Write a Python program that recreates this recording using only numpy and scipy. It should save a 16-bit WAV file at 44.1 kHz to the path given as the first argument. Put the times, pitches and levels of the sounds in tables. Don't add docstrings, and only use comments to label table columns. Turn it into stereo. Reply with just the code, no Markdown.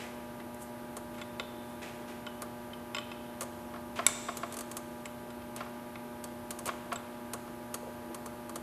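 import sys
import numpy as np
from scipy import signal
from scipy.fft import rfft, irfft, next_fast_len
from scipy.io import wavfile
from scipy.ndimage import uniform_filter1d

SR = 44100
rng = np.random.default_rng(int(sys.argv[2]) if len(sys.argv) > 2 else 0)


def log_audio(samples):
    frames = np.atleast_2d(samples).T
    limited = np.clip(frames, -1, 1)
    pcm = np.round(limited * 32767).astype(np.int16)
    wavfile.write(sys.argv[1], SR, pcm)


N = 380141
BLOW_TIME_S = np.arange(4096) / SR


def amp(db):
    return 10 ** (np.asarray(db) / 20)


def unit(x):
    return x / np.sqrt(np.mean(x ** 2) + 1e-20)


def curve(points, hz):
    point_hz, value = np.transpose(points)
    return np.interp(np.log(hz + 1), np.log(point_hz), value)


def add(mix, time_s, sound):
    part = mix[:, max(round(time_s * SR), 0):][:, :sound.shape[1]]
    part += sound[:, :part.shape[1]]


def drift(rate_hz):
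    steps = rng.standard_normal(400)
    return unit(np.interp(np.arange(N) / SR * rate_hz, np.arange(len(steps)), steps))


# (frequency [Hz], relative density [dB])
AIR_SPECTRUM = [(22, -18), (40, -16.5), (68, -1.5), (160, -1), (350, -1), (500, -3.5), (750, -3.5),
                (1300, -8), (2000, -12.5), (3200, -17.5), (5000, -23), (7500, -25.5), (11500, -18.5),
                (14000, -22), (16000, -49)]
# (frequency [Hz], correlation [0..1])
AIR_CORRELATION = [(60, 0.88), (250, 0.57), (600, 0.13), (2000, 0.073), (12000, 0.067)]
# (frequency [Hz], left minus right [dB])
AIR_BALANCE = [(60, -5.5), (300, -3.5), (1000, 2), (4000, -1), (12000, -1)]


def air(level_db=-47.5):
    size = 2 * next_fast_len(N // 2 + 1)
    hz = np.fft.rfftfreq(size, 1 / SR)
    left, independent = rfft(rng.standard_normal((2, size)))
    correlation = np.clip(curve(AIR_CORRELATION, hz), -1, 1)
    right = correlation * left + np.sqrt(1 - correlation ** 2) * independent
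    shape_db = curve(AIR_SPECTRUM, hz) + np.array([[0.5], [-0.5]]) * curve(AIR_BALANCE, hz)
    return amp(level_db) * unit(irfft(np.array([left, right]) * amp(shape_db))[:, :N])


def fan(hz=334.5, level_db=-58):
    phase = 2 * np.pi * hz * np.arange(N) / SR
    tone = unit(drift(9) * np.cos(phase) + drift(9) * np.sin(phase))
    return amp(level_db) * tone * amp([[-1.5], [1.5]])


# (harmonic [n], left level [dB], right level [dB])
HUM_PARTIALS = [(1, -69, -56.5), (2, -48.5, -43), (3, -54.5, -51), (4, -70.5, -64), (5, -55.5, -45.5),
                (6, -76, -60), (7, -68, -48), (8, -59.5, -51), (9, -105, -64), (10, -62, -55.5),
                (11, -98, -80), (12, -67, -80), (13, -55.5, -98), (14, -75.5, -64)]


def mains_hum(base_hz=120.05, waver=0.021, ear_gap_rad=0.63):
    base_phase = 2 * np.pi * base_hz * np.arange(N) / SR
    out = np.zeros((2, N))
    for harmonic, left_db, right_db in HUM_PARTIALS:
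        offset = 2 * np.pi * rng.random() + ear_gap_rad * rng.choice([-1, 1]) * np.array([[0.5], [-0.5]])
        partial = np.sin(harmonic * base_phase + offset)
        out += amp([[left_db], [right_db]]) * partial * (1 + waver * drift(3.2))
    return out


# (frequency [Hz], t60 [s])
HALL_DECAY = [(300, 2), (1000, 0.92), (3000, 1.5), (8000, 1.17), (13000, 2)]
# (frequency [Hz], gain [dB])
HALL_SPECTRUM = [(300, 0), (1000, -10.5), (3000, -6), (5000, -10), (7800, -9), (10000, -20), (14000, -29)]


def hall(sound, early_db=-15, early_decay_s=0.039, tail_rise_s=0.0033):
    hz, frame_s, spectra = signal.stft(rng.standard_normal((2, SR)), SR, nperseg=256)
    t60_s = curve(HALL_DECAY, hz)[:, None]
    spectra *= amp(curve(HALL_SPECTRUM, hz)[:, None] - 60 * frame_s / t60_s)
    spectra *= np.sqrt(np.log(10 ** 6) / t60_s / SR)
    t = np.arange(SR) / SR
    tail = signal.istft(spectra, SR, nperseg=256)[1][:, :SR] * np.minimum(t / tail_rise_s, 1)
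    early = rng.standard_normal((2, SR)) * (rng.random((2, SR)) < 0.03)
    early *= np.exp(-t / early_decay_s) * (t > 0.004)
    response = tail + amp(early_db) * unit(early) / np.sqrt(SR)
    return signal.fftconvolve(sound, response, axes=1)[:, :N]


def grainy_noise(spectrum, size, grain_db):
    grains = rng.standard_normal((2, size)) * amp(grain_db * rng.exponential(1, size).clip(0, 4))
    return irfft(rfft(grains) * amp(curve(spectrum, np.fft.rfftfreq(size, 1 / SR))), size)


# (time [s], level [dB], length [s])
WASHES = [(0.0, -42.5, 0.18), (1.142, -51, 0.052), (1.176, -50, 0.1), (1.817, -43, 0.2), (2.078, -48, 0.15),
          (3.957, -40.5, 0.13), (4.509, -52, 0.204), (5.57, -48, 0.15), (6.662, -40, 0.088)]


def noisy_washes(rise_s=0.001):
    spectrum_hz_db = [(200, -20), (500, 4), (1200, -3), (2400, 0.5), (4500, -11), (8000, -13),
                      (14000, -26.5)]
    t = np.arange(SR // 2) / SR
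    out = np.zeros((2, N))
    for time_s, db, length_s in WASHES:
        noise = unit(grainy_noise(spectrum_hz_db, len(t), grain_db=4))
        envelope = (1 - np.exp(-t / rise_s)) * np.exp(-2 * t / length_s)
        add(out, time_s, amp(db) * (noise + 0.2 * noise[::-1]) * envelope)
    return out


# (peak time [s], level [dB], swell and fade constant [s])
GLOVE_STROKES = [(.5465, -43.5, 0.0013), (.624, -46.5, 0.016), (1.71, -62, .08)]
# (frequency [Hz], relative density [dB])
GLOVE_SPECTRUM = [(1000, -20), (5000, -15), (8500, 0), (11000, -3), (15000, -12)]


def glove_brushes():
    t = np.arange(N) / SR
    swell = sum(amp(db) * np.exp(-abs(t - peak_s) / width_s) for peak_s, db, width_s in GLOVE_STROKES)
    hiss = grainy_noise(GLOVE_SPECTRUM, 2 * next_fast_len(N // 2 + 1), grain_db=3)[:, :N]
    return swell * unit(hiss + 0.33 * hiss[::-1])


def ring(modes, crack_db, contact_hz, focus_hz=3000, focus_db=0, tilt_db_oct=0,
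         grip_db=2, detune=0.01, damping=1):
    t = BLOW_TIME_S
    hz, db, t60_s = np.transpose(modes)[:, :, None]
    grip, shift = rng.standard_normal((2, len(modes), 1))
    octaves = np.log2(hz / focus_hz)
    favoured = np.exp(-(octaves / 0.14) ** 2)
    db = db + tilt_db_oct * octaves + focus_db * favoured + grip_db * grip
    loss_per_s = damping * np.log(1000) / t60_s
    envelopes = amp(db) * 2 * loss_per_s / SR * np.exp(-loss_per_s * t)
    partials = envelopes * np.cos(2 * np.pi * hz * (1 + detune * shift) * t)
    crack = signal.lfilter(*signal.butter(1, 500, "highpass", fs=SR), 1.0 * (t == 0))
    softness = signal.butter(2, contact_hz, fs=SR)
    return signal.lfilter(*softness, partials.sum(0) + amp(crack_db) * crack)


def blow(body, chatter_s, width=0.47, rise_s=0.0001):
    t = BLOW_TIME_S
    envelope = np.exp(-t / chatter_s) * (1 - np.exp(-t / rise_s))
    mid, side = rng.standard_normal((2, len(t)))
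    force = (mid + width * np.array([[1], [-1]]) * side) * envelope
    for _ in range(3):
        spectrum = rfft(force)
        force = irfft(spectrum / (abs(spectrum) + 1e-9)) * envelope ** 0.13
    sound = signal.fftconvolve(force, body[None], axes=1)[:, :len(t)]
    peak_power = uniform_filter1d(sound.mean(0) ** 2, size=176).max()
    return sound / np.sqrt(peak_power)


# (frequency [Hz], relative level [dB], nominal t60 [s])
CALIPER_MODES = [(467, -16, 0.042), (553, -24, 0.025), (693, 1.5, 0.053), (1086, 2, 0.05),
                 (1186, -1.5, 0.033), (1330, -3, 0.036), (1640, -15, 0.021), (2159, -15, 0.018),
                 (2720, -16, 0.045), (3220, -17, 0.022), (4600, -14, 0.0158)]
# (time [s], relative level [dB])
CALIPER_KNOCKS = [(2.423, -45), (3.414, -37), (3.737, -39.5), (3.757, -42), (3.9879, -27.5), (4.086, -34.5),
                  (4.285, -29.5), (4.431, -30), (5.605, -34), (5.66, -44), (6.674, -38), (6.688, -28.5),
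                  (6.917, -29.5), (6.925, -32), (7.475, -47.5)]


def caliper_knocks(gain_db=-1):
    out = np.zeros((2, N))
    for time_s, db in CALIPER_KNOCKS:
        body = ring(CALIPER_MODES, crack_db=-30, contact_hz=3000, grip_db=1, damping=1.2)
        add(out, time_s, amp(db + gain_db) * blow(body, chatter_s=0.0069, width=0.32, rise_s=0.0034))
    return out * amp([[-1], [1]])


def padded_push():
    body = ring(CALIPER_MODES, crack_db=-40, contact_hz=556, focus_hz=540, focus_db=27, tilt_db_oct=-38)
    return blow(body, chatter_s=0.014, width=0.34, rise_s=0.0027)


# (time [s], relative level [dB])
HAND_BUMPS = [(1.399, -39.5), (1.826, -45), (7.824, -43), (7.867, -42), (8.092, -44)]


def hand_bumps(gain_db=-1):
    out = np.zeros((2, N))
    for time_s, db in HAND_BUMPS:
        add(out, time_s, amp(db + gain_db) * padded_push())
    return out


# (frequency [Hz], relative level [dB], nominal t60 [s])
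PAD_LOW_MODES = [(600, 1.5, 0.035), (1130, 5.5, 0.042), (1410, 6.5, 0.036), (2114, -0.5, 0.011),
                 (2565, -0.5, 0.021), (3047, 1.5, .03), (3540, -0.5, 0.028), (3750, -12, 0.045)]
PAD_TOP_MODES = [(7250, -15, 0.022), (7610, 9, 0.023), (10400, -16, 0.021)]
PAD_TWIST_MODE = [(5100, 0, 0.057)]
# (time [s], relative level [dB], favoured frequency [Hz], top-mode offset [dB])
PAD_CLINKS = [(0.3999, -40, 2110, -30), (1.1823, -41, 1810, -15), (1.214, -32.5, 3470, -17),
              (1.3964, -24, 3540, -20), (2.2658, -31, 3020, -19), (2.7321, -36, 3100, -27),
              (2.9466, -24.5, 2630, -12.5), (2.9657, -28.5, 3300, -18), (2.983, -25.5, 3050, -19),
              (3.1152, -33, 2490, -29), (5.0553, -32.5, 2280, -8), (5.3028, -41.5, 2740, -13),
              (5.4175, -44.5, 2720, -27), (5.9556, -35, 2200, -34), (6.9575, -32, 3760, -3)]


def pad_clinks(top_gain_db, twist_gain_db, damping, gain_db=-7.5, chatter_s=0.0034):
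    best_twist_hz, twist_fall_db_oct = 2640, 40
    out = np.zeros((2, N))
    for time_s, db, focus_hz, top_db in PAD_CLINKS:
        body = ring(PAD_LOW_MODES, crack_db=-25, contact_hz=3800, focus_hz=focus_hz, focus_db=12,
                    detune=0.012, damping=damping)
        low = blow(body, chatter_s, rise_s=0.00099)
        top = blow(ring(PAD_TOP_MODES, crack_db=-27, contact_hz=11000), chatter_s)
        twist = blow(ring(PAD_TWIST_MODE, crack_db=-50, contact_hz=7000), chatter_s)
        twist_db = twist_gain_db - twist_fall_db_oct * abs(np.log2(focus_hz / best_twist_hz))
        clink = low + amp(top_db + top_gain_db) * top + amp(twist_db) * twist
        add(out, time_s, amp(db + gain_db) * clink)
    return out * amp([[-1.5], [1.5]])


# (frequency [Hz], relative level [dB], t60 [s])
CLIP_MODES = [(1930, -27, 0.01), (3150, -11, 0.0049), (4500, -4.5, 0.0087), (6500, 0, 0.013),
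              (7100, -5, 0.0071), (7880, -3, 0.005), (8780, 0.5, 0.0034), (9620, -8, 0.005),
              (10160, -1, 0.0047), (10670, -6, 0.0067), (12340, 0.5, 0.0073), (12400, -33, 0.016)]
# (time [s], thud and push gain [dB])
PAD_PRESSURE = [(2.4, 4.5), (4.7, -1), (6.5, -0.5), (7.4, 4), (8.5, 4.5)]


def clip_slip(time_s, db, tick_gain_db=-11.5, thud_db=-43.5, push_db=-46, usual_db=-20.5):
    clip = ring(CLIP_MODES, crack_db=-15.5, contact_hz=12300, detune=0.014)
    tick = blow(clip, chatter_s=0.0067, rise_s=0.00054)
    caliper = ring(CALIPER_MODES, crack_db=-39.5, contact_hz=2200, focus_hz=1190, focus_db=8)
    shake = amp(thud_db) * blow(caliper, chatter_s=0.015) + amp(push_db) * padded_push()
    pressure_db = np.interp(time_s, *np.transpose(PAD_PRESSURE))
    shake_db = 0.46 * (db - usual_db) + pressure_db
    return amp(db + tick_gain_db) * tick + amp(shake_db) * shake


# (time [s], relative level [dB])
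CLIP_TICKS = [(0.967, -29), (2.4193, -26.5), (4.37, -25.5), (4.7137, -29), (4.7677, -23.5), (5.0554, -35.5),
              (5.5619, -28), (6.2396, -28), (6.5059, -24), (6.5884, -28.5), (6.9268, -30), (7.334, -23),
              (7.7415, -21.5), (8.1447, -29.5), (8.2592, -31.5), (8.4936, -32.5), (8.557, -25.5)]
# (start [s], slips [n], interval [s], first relative level [dB], step per slip [dB])
CLIP_JUDDERS = [(3.4082, 3, .0108, -22.5, -4.5), (4.5234, 2, 0.017, -29, -1), (4.568, 3, .0198, -27.5, 0.5),
                (6.6562, 3, 0.0099, -25, -1)]


def clip_ticks():
    out = np.zeros((2, N))
    for time_s, db in CLIP_TICKS:
        add(out, time_s, clip_slip(time_s, db))
    for start_s, slips, interval_s, db, step_db in CLIP_JUDDERS:
        for k in range(slips):
            add(out, start_s + k * interval_s, clip_slip(start_s, db + k * step_db))
    return out


# (frequency [Hz], relative level [dB], nominal t60 [s])
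SEATED_MODES = [(653, -18, 0.048), (1106, 3, 0.07), (1390, 2, 0.052), (2200, 1, 0.016), (2800, -10, 0.021),
                (3630, -2.5, 0.015), (4180, -21, 0.0083), (6070, -11, 0.011), (7340, -5, .013),
                (7400, -21, .015), (7900, 2, 0.013), (8660, -8, .009), (10500, -3, 0.011),
                (11460, -16, 0.011), (12900, -25, 0.016)]
# (time [s], level [dB], tilt [dB/octave])
SNAP_BLOWS = [(4.0651, -12.5, 5), (4.0678, -22.5, -2.5)]


def clip_snap(crack_db, damping):
    out = np.zeros((2, N))
    for time_s, db, tilt_db_oct in SNAP_BLOWS:
        body = ring(SEATED_MODES, crack_db, contact_hz=10500, tilt_db_oct=tilt_db_oct,
                    grip_db=-0.5, detune=0, damping=damping)
        add(out, time_s, amp(db) * blow(body, chatter_s=0.00158, width=0.36))
    return out


def scene():
    knocks = caliper_knocks() + hand_bumps()
    ticks = clip_ticks()
    noises = noisy_washes() + glove_brushes()
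    clinks = pad_clinks(top_gain_db=3, twist_gain_db=-13, damping=0.9)
    snap = clip_snap(crack_db=-37, damping=0.75)
    direct = clinks + snap + knocks + ticks + noises
    diffuse_clinks = pad_clinks(top_gain_db=-2, twist_gain_db=-25, damping=1.8)
    diffuse_snap = clip_snap(crack_db=-14, damping=1.4)
    send = amp(0.5) * diffuse_clinks + amp(1) * diffuse_snap
    send += amp(1) * knocks + amp(-2) * ticks + amp(2) * noises
    return direct + hall(send) + mains_hum() + fan() + air()


def record(dry, cutoff_hz=15200):
    lowpass = signal.firwin(127, cutoff_hz, window=("kaiser", 9), fs=SR)
    return signal.oaconvolve(dry, lowpass[None], "same")


dry = scene()
out = record(dry)
log_audio(out)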